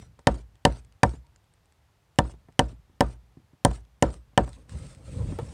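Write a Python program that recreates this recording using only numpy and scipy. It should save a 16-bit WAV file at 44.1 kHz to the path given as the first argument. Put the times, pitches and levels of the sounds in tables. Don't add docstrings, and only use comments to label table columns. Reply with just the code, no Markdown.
import sys
import numpy as np
from scipy import signal
from scipy.fft import rfft, irfft
from scipy.io import wavfile
from scipy.ndimage import uniform_filter1d, map_coordinates

SR = 44100
rng = np.random.default_rng(int(sys.argv[2]) if len(sys.argv) > 2 else 0)


def log_audio(samples):
    frames = np.atleast_2d(samples).T
    limited = np.clip(frames, -1, 1)
    pcm = np.round(limited * 32767).astype(np.int16)
    wavfile.write(sys.argv[1], SR, pcm)


def ratio_of_db(decibels):
    return 10 ** (np.asarray(decibels, float) / 20)


N = 243873
T = np.arange(N) / SR

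# t/s, edge peak level/dB, knock level/dB, upper knock level/dB, bite level/dB
BLOWS = [
    (0.2702, -16, -12.5, -15, -17),
    (0.651, -9, -13, -12.5, -19.5),
    (1.032, -11, -14.5, -10, -15.5),
    (2.1868, -13, -14.5, -16, -20),
    (2.5922, -10, -14.5, -14.5, -20.5),
    (3.0067, -12.5, -14.5, -15, -23),
    (3.6489, -7.5, -14, -14.5, -22),
    (4.0243, -9.5, -12, -17.5, -24.5),
    (4.376, -14.5, -12, -13, -19.5),
]
DEBRIS_DB = [1, .5, 1, .5, -3, -3.5, 2.5, 1, 1]
# t/s, peak level/dB, f/Hz
CHIPS = [(0.192, -45, 8620), (0.343, -41, 7960), (0.555, -53, 3220), (0.7237, -40, 8100),
         (0.771, -48.5, 8330), (0.848, -50, 8100), (0.9234, -52, 2970), (1.093, -37.5, 8430),
         (1.267, -54, 4440), (1.3604, -46, 7220), (1.4418, -60, 3450), (1.5378, -52, 8270),
         (1.6564, -56.5, 8560), (1.723, -52, 7900), (2.159, -54, 2980), (2.5237, -54, 3000),
         (2.6874, -57, 4500), (3.0978, -58, 2980), (3.7133, -37, 7500), (3.8506, -56, 3240),
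         (4.1035, -44, 4630), (4.141, -37.5, 7500), (4.4467, -47, 7460), (4.4913, -40, 8300),
         (4.5307, -42, 3856), (4.694, -37.5, 7830), (4.8677, -46, 6360), (4.948, -43, 8000),
         (5.1352, -57, 4480), (5.3162, -50, 8800)]
# f/Hz, level/dB, T60/s
BENCH = [(120.3, -10.5, 0.33), (134.5, -7.5, 0.14), (158.4, 1.5, 0.098), (206.3, -1, 0.12), (256, 5, 0.069),
         (318.4, -6.5, 0.14)]
# f/Hz, level/dB, T60/s
BRANCH = [(388, -18, 0.086), (471.8, -6.5, 0.084), (521.5, -5, 0.076), (567, -1, .07), (686.5, -5, .07),
          (747.6, -0.5, 0.064), (855, -5.5, 0.044), (929, -4.5, 0.07), (1003, -3, 0.046),
          (1160, -14, 0.055), (1322, -16.5, .06), (1472, -16, 0.042), (1580, -12, .04), (1782, -8, .04),
          (2004, -15, 0.032)]
# f/Hz, level/dB per Hz
CRACK = [(880, -30), (1500, -0.5), (3250, -2), (4010, -5.5), (6490, -8.5), (8680, -9.5), (9990, -17.5),
         (12000, -34.5), (15500, -37.5), (16500, -48)]
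# f/Hz, level/dB per Hz
SHAKE = [(53, -27.5), (90, -4.5), (231, -13), (307, -13.5), (828, -23), (947, -21), (1050, -28),
         (1440, -29), (2310, -43.5), (2730, -43), (5000, -51), (6500, -72.5), (11000, -120)]
# f/Hz, level/dB per Hz
RUMBLE = [(18, -45.5), (30, -8.5), (53, -1.5), (102, -2), (140, -6.5), (281, -22), (360, -29), (500, -25),
          (650, -50.5), (1100, -120)]
# f/Hz, level/dB per Hz
HISS = [(710, -34.5), (1200, -4), (1310, -0.5), (1490, -6), (2530, -5.5), (2890, -7), (4670, -8.5),
        (5390, -9.5), (7010, -10.5), (8730, -3.5), (12100, -35), (15300, -32.5), (16000, -32.5),
        (16500, -53.5)]
EARLIER_S = -0.085


def unit(x):
    return x / np.sqrt(np.mean(x ** 2) + 1e-20)


def wobble(rate):
    return map_coordinates(rng.standard_normal(int(N * rate / SR) + 4), [T * rate])


def noise(spectrum, size, patchy_db=0, streaky_db=0):
    z = signal.stft(rng.standard_normal(size + 2048), nperseg=512)[2]
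    patches = uniform_filter1d(uniform_filter1d(rng.standard_normal(z.shape), 6, 0), 8, 1)
    streaks = uniform_filter1d(rng.standard_normal(z.shape), 7, 1)
    gain = ratio_of_db(patchy_db * unit(patches) + streaky_db * unit(streaks))
    x = signal.istft(z * gain, nperseg=512)[1]
    hz, db = np.transpose(spectrum)
    bins = np.fft.rfftfreq(len(x), 1 / SR) + 1
    colour = ratio_of_db(np.interp(np.log(bins), np.log(hz + 1), db))
    return unit(irfft(rfft(x) * colour, len(x))[:size])


def ring(modes, t, attack, scatter_db, bending=False):
    hz, db, t60 = np.transpose(modes)[:, :, None]
    level = ratio_of_db(db + scatter_db * rng.standard_normal(db.shape) - 60 * t / t60)
    sign = (-1.) ** np.arange(len(hz))[:, None] if bending else 1
    onset = 1 - np.exp(-t / attack)
    return -(sign * level * np.sin(2 * np.pi * hz * t)).sum(0) * onset


def add(track, s, sound):
    track[round(s * SR):][:len(sound)] += sound


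def hatchet():
    # splinter level/dB, splinter f/Hz, edge f/Hz, air level/dB
    splits = [(-10, 3090, 5200, -47), (-10, 3060, 4660, -38), (-13, 2390, 4740, -43.5),
              (-17, 2960, 5300, -42), (-10.5, 3020, 8720, -38.5), (-16.5, 2990, 5200, -31),
              (-16.5, 3150, 9270, -33), (-16.5, 2900, 7100, -41), (-14, 3005, 8400, -38.5)]
    # f/Hz, level/dB, T60/s
    blade = [(4700, -6.5, .05), (5860, -8.5, 0.18), (7440, -10, 0.18), (8300, -1, 0.12), (8950, -10.5, .2)]
    # f/Hz, level/dB, T60/s
    legs = [(55.3, -7, 0.4), (64.5, -7, 0.36)]
    # t/s, f/Hz, level/dB,
    # T60/s
    pings = [(.013, 5850, -59, 0.19), (2.188, 3505, -27, .035), (.725, 5910, -59, .16),
             (.652, 4100, -27, .03), (1.095, 8410, -54, 0.098), (1.166, 7200, -67, 0.094),
             (1.241, 947, -63.5, 0.2), (4.0123, 8600, -56, 0.02), (4.113, 8300, -55, 0.2),
             (4.112, 7510, -62, 0.15), (4.451, 7440, -63, 0.12), (4.531, 3880, -60, 0.11),
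             (5.391, 3400, -56, 0.073)]
    boom_db = -17.5
    out, t = np.zeros(N + SR), np.arange(SR // 2) / SR
    late = np.clip(t - 0.0005, 0, 1)
    for (s, edge_db, knock_db, upper_db, bite_db), fibres in zip(BLOWS, splits):
        wood = ratio_of_db(knock_db + 3) * ring(BRANCH[:5], late, attack=0.0014, scatter_db=1.1)
        wood += ratio_of_db(upper_db + 3) * ring(BRANCH[5:9], late, attack=0.0016, scatter_db=1.1, bending=True)
        wood += ratio_of_db(bite_db + 9) * ring(BRANCH[9:], late, attack=0.00042, scatter_db=1.5, bending=True)
        planks = ring(BENCH, t, attack=0.0006, scatter_db=1)
        sway = ring(legs, t, attack=0.0024, scatter_db=2.5, bending=True)
        settle = ratio_of_db(-11.5 - 60 * t / 0.21)
        settle += ratio_of_db(-31 - 60 * t / 0.5 - 320 * np.clip(t - 0.14, 0, 1))
        jolts = ratio_of_db(1.5 * wobble(200)[:len(t)])
        chatter = settle * jolts * (1 - np.exp(-t / 0.0021))
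        rattle = ratio_of_db(knock_db) * chatter * noise(SHAKE, len(t), streaky_db=3)
        steel = ratio_of_db(edge_db - 44.5) * ring(blade, t, attack=0.003, scatter_db=1)
        crack = split(t, edge_db, *fibres)
        add(out, s, wood + ratio_of_db(boom_db) * (planks + sway) + crack + rattle + steel)
    for s, hz, db, t60 in pings:
        add(out, s, ring([(hz, db, t60)], t, attack=0.0015, scatter_db=0))
    return out[:N]


def split(t, edge_db, splinter_db, splinter_hz, edge_hz, air_db):
    ms = 2.7 * (5200 / edge_hz) ** 0.45
    parting = np.exp(-(1000 * t / ms) ** 2)
    running, tearing = ratio_of_db(-17 - 60 * t / 0.033), ratio_of_db(-35.5 - 60 * t / 0.12)
    burst = (1 - np.exp(-t / 0.0011)) * (parting + running + tearing)
    fibres = noise(CRACK, len(t))
    high = signal.sosfilt(signal.butter(2, 4500, "high", fs=SR, output="sos"), fibres)
    top = signal.butter(4, 10000, "high", fs=SR, output="sos")
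    air = signal.sosfilt(top, rng.standard_normal(len(t)))
    snap = ring([(splinter_hz, -1.5, 0.014)], t, attack=0.00031, scatter_db=1)
    zing = ring([(edge_hz, -4, 0.011)], t, attack=0.0004, scatter_db=2)
    splinter = ratio_of_db(splinter_db) * (ratio_of_db(-1) * burst * (fibres - high) + ratio_of_db(3) * snap)
    edge = ratio_of_db(edge_db) * (ratio_of_db(0.5) * burst * high + ratio_of_db(1.5) * zing)
    return splinter + edge + ratio_of_db(air_db + 5 - 60 * t / 0.05) * burst * air


def drag():
    # t/s, effort level/dB
    pull = [
        (4.56, -54),
        (4.584, -52.5),
        (4.614, -59),
        (4.675, -58),
        (4.705, -44),
        (4.76, -34.5),
        (4.904, -46),
        (5.0, -51.5),
    ]
    # t/s, effort level/dB
    roll = [
        (5.04, -50),
        (5.136, -34),
        (5.2, -28),
        (5.31, -31),
        (5.375, -40),
        (5.43, -33),
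        (5.462, -43),
        (5.53, -37),
    ]
    # f/Hz, level/dB per Hz
    scraping = [(150, -26.5), (250, 3.5), (393, -9), (525, 2), (694, -11), (1090, -12), (1300, -35),
                (1500, -23), (2500, -38.5), (3250, -45.5), (5500, -120)]
    knots_s, knots_db = np.transpose(pull + roll)
    effort_db = np.interp(T, knots_s, knots_db)
    moving = np.clip((T - pull[0][0]) / 0.0089, 0, 1)
    lumps = wobble(35)
    rumble = ratio_of_db(effort_db) * unit(ratio_of_db(1.5 * lumps) * noise(RUMBLE, N))
    scrape_db = -51.5 + 0.51 * (effort_db + 35.5)
    roughness = ratio_of_db(2.5 * lumps + 0.9 * wobble(90))
    scrape = ratio_of_db(scrape_db) * unit(roughness * noise(scraping, N, patchy_db=3))
    hiss_db = -57.5 + 2.2 * np.minimum(effort_db + 46.5, 0)
    grain = ratio_of_db(1.1 * wobble(120))
    hiss = ratio_of_db(hiss_db) * unit(grain * noise(HISS, N, patchy_db=0.8, streaky_db=3.5))
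    return moving * (rumble + scrape + hiss)


def rest():
    # f/Hz, level/dB, T60/s
    free_modes = [(468, 0, 0.11), (764, -14, 0.15), (872, -5, 0.092), (1109, -22, 0.24), (1324, -19, 0.11),
                  (1846, -34, 0.16), (2277, -19, 0.025)]
    out, t = np.zeros(N + SR), np.arange(SR // 4) / SR
    scuff = ratio_of_db(-7 - 60 * t / 0.1) * noise(SHAKE[3:], len(t))
    tap = ratio_of_db(-3 - 60 * t / 0.2) * ring(free_modes, t, attack=0.0007, scatter_db=0, bending=True)
    add(out, 5.3885, ratio_of_db(-24.5) * (tap + scuff))
    return out[:N]


def knocks():
    # t/s, peak level/dB, brightness level/dB
    contacts = [(0.026, -58, 10), (0.19, -54, 9), (0.343, -32.5, -10.5), (1.138, -35, -10),
                (2.252, -30.5, -7.5), (2.339, -41, -7.5), (2.486, -44.5, -3), (2.728, -45, -15),
                (2.896, -50, -13), (3.074, -46, -2), (3.133, -46, -11), (3.371, -39.5, -20.5),
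                (3.399, -49, -17.5), (3.533, -45, -15), (3.712, -33, 0), (4.111, -49, -15),
                (4.333, -51, -12.5), (4.478, -36, 1), (4.539, -46, -12), (5.323, -23, -16), (5.388, -35, 0),
                (2.295, -44, 1.5)]
    out, t = np.zeros(N + SR), np.arange(SR // 4) / SR
    for s, db, bright_db in contacts:
        thud = ratio_of_db(-6 - 60 * t / 0.15) * ring(BENCH, t, attack=0.0015, scatter_db=2.2)
        tap = ratio_of_db(bright_db - 5 - 60 * t / 0.2) * ring(BRANCH, t, attack=0.0006, scatter_db=2.5)
        puff = ratio_of_db(-60 * t / 0.05) * noise(SHAKE[2:], len(t))
        puff += ratio_of_db(-14.5 - 60 * t / 0.0066) * noise(CRACK, len(t))
        add(out, s, ratio_of_db(db) * (thud + tap + ratio_of_db(bright_db - 4) * puff))
    return out[:N]


def chips():
    out, t = np.zeros(N + SR), np.arange(SR // 20) / SR
    landings = [(*chip, 0.0087) for chip in CHIPS]  # t/s, level/dB, f/Hz, T60/s
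    for blow, debris_db in zip(BLOWS, DEBRIS_DB):
        for u, v, w in rng.random(size=(14, 3)):
            crumb_db = -58.5 + debris_db + 9 * v - 6 * u
            landings.append((blow[0] + 0.023 + 0.097 * u, crumb_db, 3500 * 2.3 ** w, 0.041))
    hisses = noise(HISS[4:], 200 * len(t)).reshape(-1, len(t))
    for (s, db, hz, t60), hiss in zip(landings, hisses):
        tick = ratio_of_db(-60 * t / 0.0091) * hiss
        ping = ratio_of_db(-2.5 - 60 * t / t60) * np.sin(2 * np.pi * hz * t)
        add(out, s, ratio_of_db(db - 1.5) * (tick + ping) * (1 - np.exp(-t / 0.0004)))
    return out[:N]


def garden():
    # f/Hz, level/dB per Hz
    shut_air = [(15, -39.5), (25, -6.5), (70, 0), (252, -20.5), (321, -15.5), (399, -17), (726, -17),
                (809, -16), (1250, -20), (4730, -28.5), (8370, -33.5), (14800, -38), (16500, -50.5)]
    shudder = sum(ratio_of_db(-50 - 60 * (T - s) / 0.92) * (T >= s) for s, *_ in BLOWS)
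    earlier_boom = ratio_of_db(-45 - 60 * T / 0.48)
    low = ratio_of_db(-70) + shudder + earlier_boom
    breeze = low * ratio_of_db(1.8 * wobble(45)) * noise(RUMBLE, N)
    hiss = gate() * ratio_of_db(3.5 * wobble(90)) * noise(HISS, N, patchy_db=2, streaky_db=4.5)
    return breeze + hiss + ratio_of_db(-67.5) * noise(shut_air, N)


def gate():
    # t/s, hold t/s, hiss level/dB
    nudges = [
        (.19, .012, -74),
        (4.582, 0.045, -70.5),
    ]
    spans = [(s, s + hold, db) for s, hold, db in nudges]
    blow_times = [EARLIER_S] + [blow[0] for blow in BLOWS]
    for s, debris_db in zip(blow_times, [0] + DEBRIS_DB):
        chip_ends = [c + 0.027 for c, db, _ in CHIPS if s < c < s + 0.16 and db > -49]
        spans.append((s, max(chip_ends + [s + 0.13]), -63 + debris_db))
    return sum(ratio_of_db(db - 600 * np.clip(T - shut, 0, 1)) * (T >= opens) for opens, shut, db in spans)


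def scene():
    return (hatchet() + drag() + rest() + knocks() + chips() + garden())[None]


def roll_off(x):
    return signal.sosfilt(signal.butter(12, 16890, fs=SR, output="sos"), x)


def record(dry):
    x = signal.sosfilt(signal.butter(6, 45, "high", fs=SR, output="sos"), dry)
    x = x / (1 + np.abs(x / 0.72) ** 7) ** (1 / 7)
    x = signal.sosfilt(signal.cheby2(16, 80, 16950, fs=SR, output="sos"), x)
    return roll_off(x)


dry = scene()
out = record(dry)
log_audio(out)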